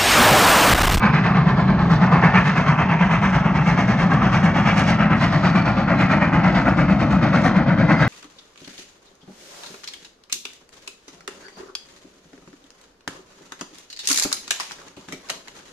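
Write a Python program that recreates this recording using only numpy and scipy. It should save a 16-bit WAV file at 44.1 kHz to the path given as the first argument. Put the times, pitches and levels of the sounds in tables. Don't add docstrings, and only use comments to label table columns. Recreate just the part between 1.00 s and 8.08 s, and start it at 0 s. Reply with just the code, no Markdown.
import sys
import numpy as np
from scipy import signal
from scipy.fft import rfft, irfft
from scipy.io import wavfile
from scipy.ndimage import uniform_filter1d, minimum_filter1d

SR = 44100
rng = np.random.default_rng(int(sys.argv[2]) if len(sys.argv) > 2 else 0)


def transcribe(signal):
    frames = np.atleast_2d(signal).T
    limited = np.clip(frames, -1, 1)
    pcm = np.round(limited * 32767).astype(np.int16)
    wavfile.write(sys.argv[1], SR, pcm)


N = 312209
T = np.arange(N) / SR
FRAME_S, BIN_HZ = np.arange(N // 512 + 5) * 512 / SR, np.fft.rfftfreq(2048, 1 / SR)
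LEAN_DB, LEAN_DB_PER_S = 0.5, 0.26

# delay/s, strength/dB
VALVES = [(-0.0019, 1), (-0.0026, 0.7), (-0.0051, 0.25), (-0.009, 0.3)]
# t/s, gain/dB
CARRY = [(0.02, 3), (0.67, -4), (1.33, 2), (1.44, -0.1), (1.77, -1.3), (2.1, 0.5), (2.44, -2), (3.76, 0.5),
         (4.32, -1.0), (4.43, 1.5), (4.76, -1.5), (4.87, 0), (5.1, 2), (6.1, -2), (6.33, 1.0), (6.77, -1.5),
         (6.88, 1), (7.0, 2.6)]
# t/s, nearness (0 to 1)
NEARNESS = [(0, 0), (2.3, 0), (3.7, 0.3), (4.5, 0.48), (5.7, 1), (7.1, 0.96)]
# t/s, level/dB
BARK_LEVEL = [(0, -25), (.8, -24.5), (1.33, -22.5), (1.7, -25), (2.8, -25), (3.3, -23.3), (4, -23.5),
              (4.55, -25), (5.05, -22.5), (6.4, -23.5), (7, -24)]
HISS_LEVEL = [(0.02, -42.5), (1.55, -42), (1.88, -48.5), (2.33, -45), (2.44, -52), (2.66, -41.5),
              (3.54, -46.5), (3.76, -38), (4.1, -47), (4.21, -39), (5.32, -44.5), (5.54, -36.5),
              (5.65, -42.5), (6.44, -38.5), (6.55, -42), (7.0, -38.5)]
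BOOM_LEVEL = [(0.02, -19), (1.22, -17), (1.44, -20), (2.3, -19), (3.5, -17.5), (4.54, -18), (4.65, -20.5),
              (4.99, -17.5), (5.32, -19), (6.2, -17), (7.0, -17)]
RUMBLE_LEVEL = [(0, -29.5), (.9, -23), (1.5, -42), (2.3, -30.5), (3.2, -27.5), (4.2, -32.5), (5, -33.5),
                (5.7, -27.5), (6.4, -26.5), (7.1, -32)]
# f/Hz, level/dB
BARK_SPECTRUM = [(150, -19.5), (260, 0), (420, -2.5), (540, 0), (680, -1), (950, -2.5), (1250, -2),
                 (1600, -8.5), (2200, -32), (4000, -57), (8000, -81)]
RASP_SPECTRUM = [(600, -34.5), (1150, -4.5), (1500, -1), (1800, 0), (2100, 0), (2350, -4.5), (2650, -4.5),
                 (3000, -9.5), (3600, -7.5), (5000, -29), (8000, -41.5)]
HISS_SPECTRUM = [(1500, -19), (3100, 5), (4000, 3), (5000, 0), (6000, -2), (7300, -9), (8400, -22),
                 (9500, -18.5), (10300, -22), (11200, -29), (12000, -60), (13000, -105)]
BOOM_SPECTRUM = [(50, -36), (85, -25.5), (115, -3), (145, -2.4), (185, 0.8), (210, -4), (240, -10),
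                 (300, -16), (450, -49), (1000, -87.5), (3000, -140)]
PUFF_SPECTRUM = [(15, -48), (28, -17.5), (40, -9), (55, 1), (70, 1), (100, -6.5), (200, -37.5), (500, -96)]
RUMBLE_SPECTRUM = [(10, -55.5), (24, -33), (36, -9.5), (50, -9.5), (62, -2), (80, -15), (130, -2),
                   (200, -11), (350, -13.5), (900, -19.5), (2500, -36), (7000, -58.5), (11000, -88),
                   (12500, -110)]
# t/s, bark gain/dB, rasp gain/dB, hiss gain/dB
ACCENTS = [(.02, 2, -4.5, 0), (.13, -2, -2, 0), (.24, 1, 0.5, 0), (.57, 0.5, -1.5, 1), (.78, -2, -1, -2.5),
           (.89, -1.5, -0.5, 3), (1.11, 3, -1, -0.5), (1.22, 2.5, -0.5, 0), (1.33, 1.5, 0, 0),
           (1.44, -2, 0, 2), (1.66, 1.5, 1.5, 0.5), (2.66, 0, 1, 0), (2.99, 0, 0.5, 1.5),
           (3.1, 0.5, -2, -2.5), (3.32, -1, 0.5, 4), (3.54, -1, -1.5, 2), (3.65, -0.5, 1, 0),
           (3.87, -0.5, 0.5, 4.5), (4.21, 0, 2, 4), (4.43, 1, -2.5, 1), (4.87, 1, 0, -2),
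           (4.99, -1, 1, 2.5), (5.1, 2, -1, 2.5), (5.32, 0.5, -1.5, -0.5), (5.65, 1, 0.5, -1),
           (5.77, -1.5, 0, 1.5), (5.88, -2, -1.5, -0.5), (6.44, 2, 0, 1.5), (6.77, 1, 1, 0.5),
           (6.89, 1.5, -0.5, 0.5), (7.0, -1, -1.5, 1)]
# t/s, gain/dB
CRACKS = [(.045, 1.5), (.594, 4.5), (.711, 2), (1.239, 3), (1.373, 0.5), (3.238, 0.5), (4.678, 2.5),
          (4.898, 1), (5.135, 2), (5.68, 2), (5.796, 1.5), (6.464, 2.5), (6.911, 6), (7.03, 2)]
# f/Hz, gain per flow level/(dB/dB)
SPIT = [(5500, 0), (8000, 0.15), (10000, 0.4)]
# f/Hz, depth/dB
GUST_DEPTH = [(5000, 0), (7000, 1.2), (10000, 2)]
# t/s, gain/dB
BRIGHTNESS = [(0, -6), (.7, -7), (1.6, 0), (2.3, 3), (2.9, 1.5), (3.7, 3), (4.5, -4), (5.7, -3), (7.1, -9)]
WIND_SURGES = [(0, 3), (.67, -1.5), (.89, 2), (1.1, 1), (1.55, 2), (1.9, 1.5), (2.1, 2.5), (3.65, 1.5),
               (3.82, -0.5), (4, -3.5), (4.5, 1), (5.43, -4), (5.9, -3.5), (6.1, 1), (6.21, -3),
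               (6.44, 1.5), (6.66, -3.5), (7, -0.5)]
# f/Hz, gain/dB
ABREAST_COLOUR = [(105, 0), (190, -2.5), (270, 4.5), (325, 16.5), (410, -2), (620, 4.5), (950, -7),
                  (1300, 0.5), (1700, -3), (2200, -0.5), (3000, -2.5), (4000, -3.5), (7000, 4.5)]
# t/s, delay/s
COMB_DELAY = [(0, .002125), (2, .00205), (3, .00202), (3.7, .00194), (4.5, .00187), (7.1, .00172)]
# f/Hz, depth/dB
COMB_DEPTH = [(1200, 1), (2200, 1), (3500, 2.5), (5300, 2.5), (6500, 2)]
# f/Hz, coherence (0 to 1)
PORT_COHERENCE = [(60, .998), (300, .995), (500, .96), (1200, .965), (2600, .91), (3600, .65), (5400, .62),
                  (6600, .85), (8500, .95)]
# f/Hz, level/dB
PORT_COLOUR = [(100, 0.25), (250, -0.5), (370, -1), (550, 0), (720, 3), (900, -3.5), (1300, 0.5),
               (2000, -2), (2800, -3), (4000, -3.5), (5600, -7), (6600, -3), (12000, -1.5)]
# f/Hz, phase/rad
PORT_LEAD = [(100, 0), (230, 0), (310, 0.4), (390, -0.4), (520, 0.32), (860, 0.3), (1200, 0.24),
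             (1550, 0.31), (2150, .5), (2930, 0.99), (3800, 2), (4500, 1.17), (5300, 2.1), (5900, 0.9),
             (7100, -1.5), (7700, -1), (8300, -8.5), (9400, -3.5), (10300, -6.5)]
# t/s, duration/s, f/Hz, relative level/dB
SQUEALS = [(0, .34, 5000, -53), (.62, 0.18, 4060, -50), (4.3, 0.68, 4390, -51), (4.93, .14, 4080, -43),
           (6.95, .09, 4900, -43), (6.99, 0.095, 3800, -44.5)]
# t/s, relative level/dB, f/Hz
THUMPS = [(0.059, -10.5, 194), (.15, -9, 155.5), (0.395, -7.5, 149.7), (.474, -7, 173), (.592, -8, 166),
          (0.694, -8.5, 181.4), (.803, -10.5, 171.3), (.918, -7, 180.7), (1.032, -7, 181),
          (1.139, -4.5, 161), (1.257, -6, 170.7), (1.359, -8, 179), (1.468, -9, 153), (1.698, -7.5, 156),
          (1.923, -10.5, 165.4), (2.026, -8, 180), (2.607, -11.5, 140.4), (2.677, -10.5, 191),
          (2.719, -10, 164.4), (2.9, -10, 193.5), (3.067, -8, 180.4), (3.241, -10, 187.4),
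          (3.451, -7.5, 182), (3.603, -11, 194), (3.783, -9, 178), (4.368, -10.5, 149),
          (4.468, -8.5, 173.4), (4.566, -7.5, 186.4), (5.388, -8.5, 163.4), (5.473, -9, 180),
          (5.563, -11.5, 196.4), (5.798, -11, 170), (5.918, -8, 192.6), (6.175, -7.5, 180.4),
          (6.35, -12.5, 176), (6.465, -9.5, 159), (6.576, -6, 187), (6.723, -9, 179), (6.843, -10, 167.4),
          (6.931, -8, 169.6), (7.017, -10, 147)]
# t/s, relative level/dB
TICKS = [(.912, -44), (1.245, -46), (1.574, -43)]


def gain_of(db):
    return 10 ** (np.asarray(db) / 20)


def unit_rms(x):
    return x / np.sqrt(np.mean(x ** 2) + 1e-20)


def per_bin(table):
    hz, value = np.transpose(table)
    return np.interp(np.log(BIN_HZ + 1), np.log(hz + 1), value)[:, None]


def follow(table, t):
    return np.interp(t, *np.transpose(table))


def add(mix, start_s, sound):
    part = mix[..., max(round(start_s * SR), 0):][..., :sound.shape[-1]]
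    part += sound[..., :part.shape[-1]]


def flutter(hz):
    rolloff = 1 + (np.fft.rfftfreq(N, 1 / SR) / hz) ** 4
    return unit_rms(irfft(rfft(rng.standard_normal(N)) / rolloff, N))


def ragged(depth_db, hz):
    return unit_rms(gain_of(depth_db * np.tanh(flutter(hz) / 2) * 2))


def placed(x):
    return x * gain_of(np.array([[.5], [-.5]]) * (LEAN_DB + LEAN_DB_PER_S * T))


def noise(colour_db):
    a, b, c, d = rng.standard_normal((len(FRAME_S), len(BIN_HZ), 4)).T
    coherence = np.clip(per_bin(PORT_COHERENCE), 0, 1)
    left, independent = a + 1j * b, c + 1j * d
    right = coherence * left + np.sqrt(1 - coherence ** 2) * independent
    right *= np.exp(-1j * per_bin(PORT_LEAD))
    lean_db = LEAN_DB + LEAN_DB_PER_S * FRAME_S + per_bin(PORT_COLOUR)
    spectra = np.array([left * gain_of(lean_db / 2), right * gain_of(-lean_db / 2)]) * gain_of(colour_db)
    return unit_rms(signal.istft(spectra, nperseg=2048, noverlap=1536)[1][:, :N])


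def across_field(spectrum, ripple_db):
    approach_db = per_bin(ABREAST_COLOUR) * (follow(NEARNESS, FRAME_S) - .5)
    treble_share = per_bin([(4500, 0.03), (6000, 0.99)])
    treble_db = treble_share * (follow(BRIGHTNESS, FRAME_S) + follow(WIND_SURGES, FRAME_S))
    comb_db = per_bin(COMB_DEPTH) * np.cos(2 * np.pi * BIN_HZ[:, None] * follow(COMB_DELAY, FRAME_S))
    ripple = rng.standard_normal((len(FRAME_S), len(BIN_HZ))).T
    ripple = unit_rms(uniform_filter1d(uniform_filter1d(ripple, size=4, axis=0), size=22, axis=1))
    ripple *= np.minimum(BIN_HZ / 1300, 1)[:, None]
    return per_bin(spectrum) + approach_db + treble_db - comb_db + ripple_db * ripple


def beats(first_s=.0174, period_s=.10946, slowing_s_per_beat=.0000422):
    k = np.arange(int(N / SR / period_s))
    late_s, strength_db = np.array(VALVES)[k % len(VALVES)].T
    return first_s + k * (period_s + slowing_s_per_beat * k / 2) + late_s, strength_db


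def blasts(level_db, delay_s, rise_s, hold_s, fall_s, leak_db, shut_s=0.11):
    starts, _ = beats()
    t, power = np.arange(SR // 3) / SR, np.zeros(N)
    opening = np.sin(np.pi / 2 * np.minimum(t / rise_s, 1)) ** 2
    emptying = np.exp(-np.maximum(t - rise_s - hold_s, 0) / fall_s)
    pulse = opening * emptying / (1 + (t / shut_s) ** 14)
    pulse *= np.mean(np.diff(starts)) * SR / pulse.sum()
    for s, db in zip(starts, level_db):
        add(power, s + delay_s, gain_of(db) ** 2 * pulse)
    draught = gain_of(np.interp(T, starts, level_db) + leak_db)
    return np.sqrt(power + draught ** 2)


def jet_levels():
    starts, strength_db = beats()
    carry_db = follow(CARRY, starts)
    bark_db = follow(BARK_LEVEL, starts) + strength_db + 0.43 * carry_db
    rasp_db = -27.5 + strength_db + 2.28 * carry_db - 0.5 * follow(NEARNESS, starts)
    hiss_db = follow(HISS_LEVEL, starts) + 0.7 * carry_db
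    for s, *extras_db in ACCENTS:
        for level_db, extra_db in zip((bark_db, rasp_db, hiss_db), extras_db):
            level_db[np.argmin(abs(starts - s))] += extra_db
    return bark_db, rasp_db, hiss_db


def jet_bark(level_db):
    flow = blasts(level_db, delay_s=-0.0053, rise_s=0.031, hold_s=0.018, fall_s=0.032, leak_db=-7)
    return noise(across_field(BARK_SPECTRUM, ripple_db=3)) * flow


def jet_rasp(level_db, edge_hz=2906, edge_hz_per_db=58.5):
    cutoff_hz = edge_hz + edge_hz_per_db * follow(BRIGHTNESS, FRAME_S)
    rolloff_db = -10 * np.log10(1 + (BIN_HZ[:, None] / cutoff_hz) ** 18)
    flow = blasts(level_db, delay_s=-0.0041, rise_s=0.034, hold_s=.017, fall_s=0.026, leak_db=-9)
    return noise(across_field(RASP_SPECTRUM, ripple_db=2.5) + rolloff_db) * flow


def jet_hiss(level_db):
    flow = blasts(level_db, delay_s=-0.0045, rise_s=0.037, hold_s=0.0076, fall_s=0.024, leak_db=-6)
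    spit_db = per_bin(SPIT) * np.interp(FRAME_S, T, 20 * np.log10(unit_rms(flow)))
    gust_db = per_bin(GUST_DEPTH) * np.interp(FRAME_S, T, flutter(hz=7))
    return noise(across_field(HISS_SPECTRUM, ripple_db=1.9) + spit_db + gust_db) * flow


def exhaust(crack_s=.007):
    bark_db, rasp_db, hiss_db = jet_levels()
    bark, rasp, hiss = jet_bark(bark_db), jet_rasp(rasp_db), jet_hiss(hiss_db)
    eddies = ragged(depth_db=1.28, hz=200)
    sputter = ragged(depth_db=1.6, hz=90)
    cracks = gain_of(sum(db * np.exp(-((T - s) / crack_s) ** 2 / 2) for s, db in CRACKS))
    return cracks * eddies * (bark + rasp) + sputter * hiss


def chimney():
    starts, strength_db = beats()
    boom_db = follow(BOOM_LEVEL, starts) + strength_db
    boom = noise(across_field(BOOM_SPECTRUM, ripple_db=9.5))
    local_power = uniform_filter1d((boom ** 2).mean(0), size=2600)
    boom = unit_rms(boom / local_power ** .35)
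    boom *= blasts(boom_db, delay_s=.002, rise_s=0.022, hold_s=0.0073, fall_s=0.08, leak_db=-4)
    puff = noise(per_bin(PUFF_SPECTRUM))
    puff *= blasts(strength_db, delay_s=.005, rise_s=0.029, hold_s=0.034, fall_s=0.018, leak_db=-12.5)
    return gain_of(-2) * boom + gain_of(-35) * puff


def coaches():
    return gain_of(follow(RUMBLE_LEVEL, T)) * noise(per_bin(RUMBLE_SPECTRUM))


def flange_squeals(waver=0.0033, waver_hz=60):
    tones, wobble = np.zeros(N), 1 + waver * flutter(waver_hz)
    for s, length_s, hz, db in SQUEALS:
        swell = np.sin(np.pi * np.clip((T - s) / length_s, 0, 1))
        tones += gain_of(db) * swell * np.sin(2 * np.pi * np.cumsum(hz * wobble) / SR)
    return placed(tones * ragged(depth_db=7, hz=70))


def ground_bounce(x, start_hz=525, sag_hz_per_s=20.7, width_octaves=0.23):
    hz, t, spectra = signal.stft(x, SR, nperseg=1024, noverlap=768)
    octaves_off = np.log2((hz[:, None] + 1) / (start_hz - sag_hz_per_s * t))
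    depth_db = 5 + 11 * follow(NEARNESS, t)
    dip_db = depth_db * np.exp(-(octaves_off / width_octaves) ** 2)
    return signal.istft(spectra * gain_of(-dip_db), SR, nperseg=1024, noverlap=768)[1][:, :N]


def bank_echo(x, first_s=0.038, t60_s=0.35, echoes_per_s=800, common=0.31):
    t = np.arange(SR // 2) / SR
    echoes = rng.standard_normal((3, len(t))) * (rng.random((3, len(t))) < echoes_per_s / SR)
    shared, left, right = echoes * (t > first_s) * gain_of(-60 * t / t60_s)
    response = common * shared + (1 - common) * np.array([left, right])
    response /= np.linalg.norm(response, axis=1, keepdims=True)
    return signal.fftconvolve(x, response, axes=1)[:, :N]


def with_thumps(boom, rise_s=.01, fall_s=0.0094, sag=0.083, takeover=0.63):
    t = np.arange(-4 * rise_s, 5 * fall_s, 1 / SR)
    tones, presence = np.zeros(N), np.zeros(N)
    envelope = np.exp(-(t / np.where(t < 0, rise_s, fall_s)) ** 2 / 2)
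    for (s, db, hz), phase in zip(THUMPS, rng.random(len(THUMPS))):
        cycles = np.cumsum(hz * (1 - sag * np.tanh(t / fall_s))) / SR + phase
        add(tones, s + t[0], gain_of(db) * envelope * np.sin(2 * np.pi * cycles))
        add(presence, s + t[0], envelope)
    return boom * (1 - takeover * presence) + gain_of(-0.43) * placed(tones)


def ticks(rise_s=.004, decay_s=.005, tail_db=-15, tail_s=.035, band_hz=(8500, SR / 3.2)):
    t, bursts = np.arange(-SR // 20, SR // 8) / SR, np.zeros((2, N))
    decay = np.exp(-abs(t) / decay_s) + gain_of(tail_db) * np.exp(-abs(t) / tail_s)
    envelope = np.where(t < 0, np.exp(-abs(t) / rise_s), decay)
    for s, db in TICKS:
        add(bursts, s + t[0], gain_of(db) / 2 * envelope * rng.standard_normal((2, len(t))))
    band = signal.butter(1, band_hz, "band", fs=SR, output="sos")
    return signal.sosfilt(band, bursts * ragged(depth_db=5, hz=250))


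def limit(x, ceiling=.88):
    allowed_gain = np.minimum(ceiling / (abs(x).max(0) + 1e-9), 1)
    held_gain = minimum_filter1d(allowed_gain, size=301)
    return x * uniform_filter1d(uniform_filter1d(held_gain, size=151), size=151)


def scene():
    jet = exhaust()
    train = ground_bounce(jet + with_thumps(chimney()) + coaches())
    return train + gain_of(-19) * bank_echo(jet) + flange_squeals() + ticks()


def record(dry, low_cut_hz=38.6, band_limit_hz=15500):
    low_cut = signal.butter(5, low_cut_hz, "high", fs=SR, output="sos")
    band_limit = signal.ellip(10, .1, 80, band_limit_hz, fs=SR, output="sos")
    return signal.sosfilt(band_limit, limit(signal.sosfilt(low_cut, dry)))


dry = scene()
out = record(dry)
transcribe(out)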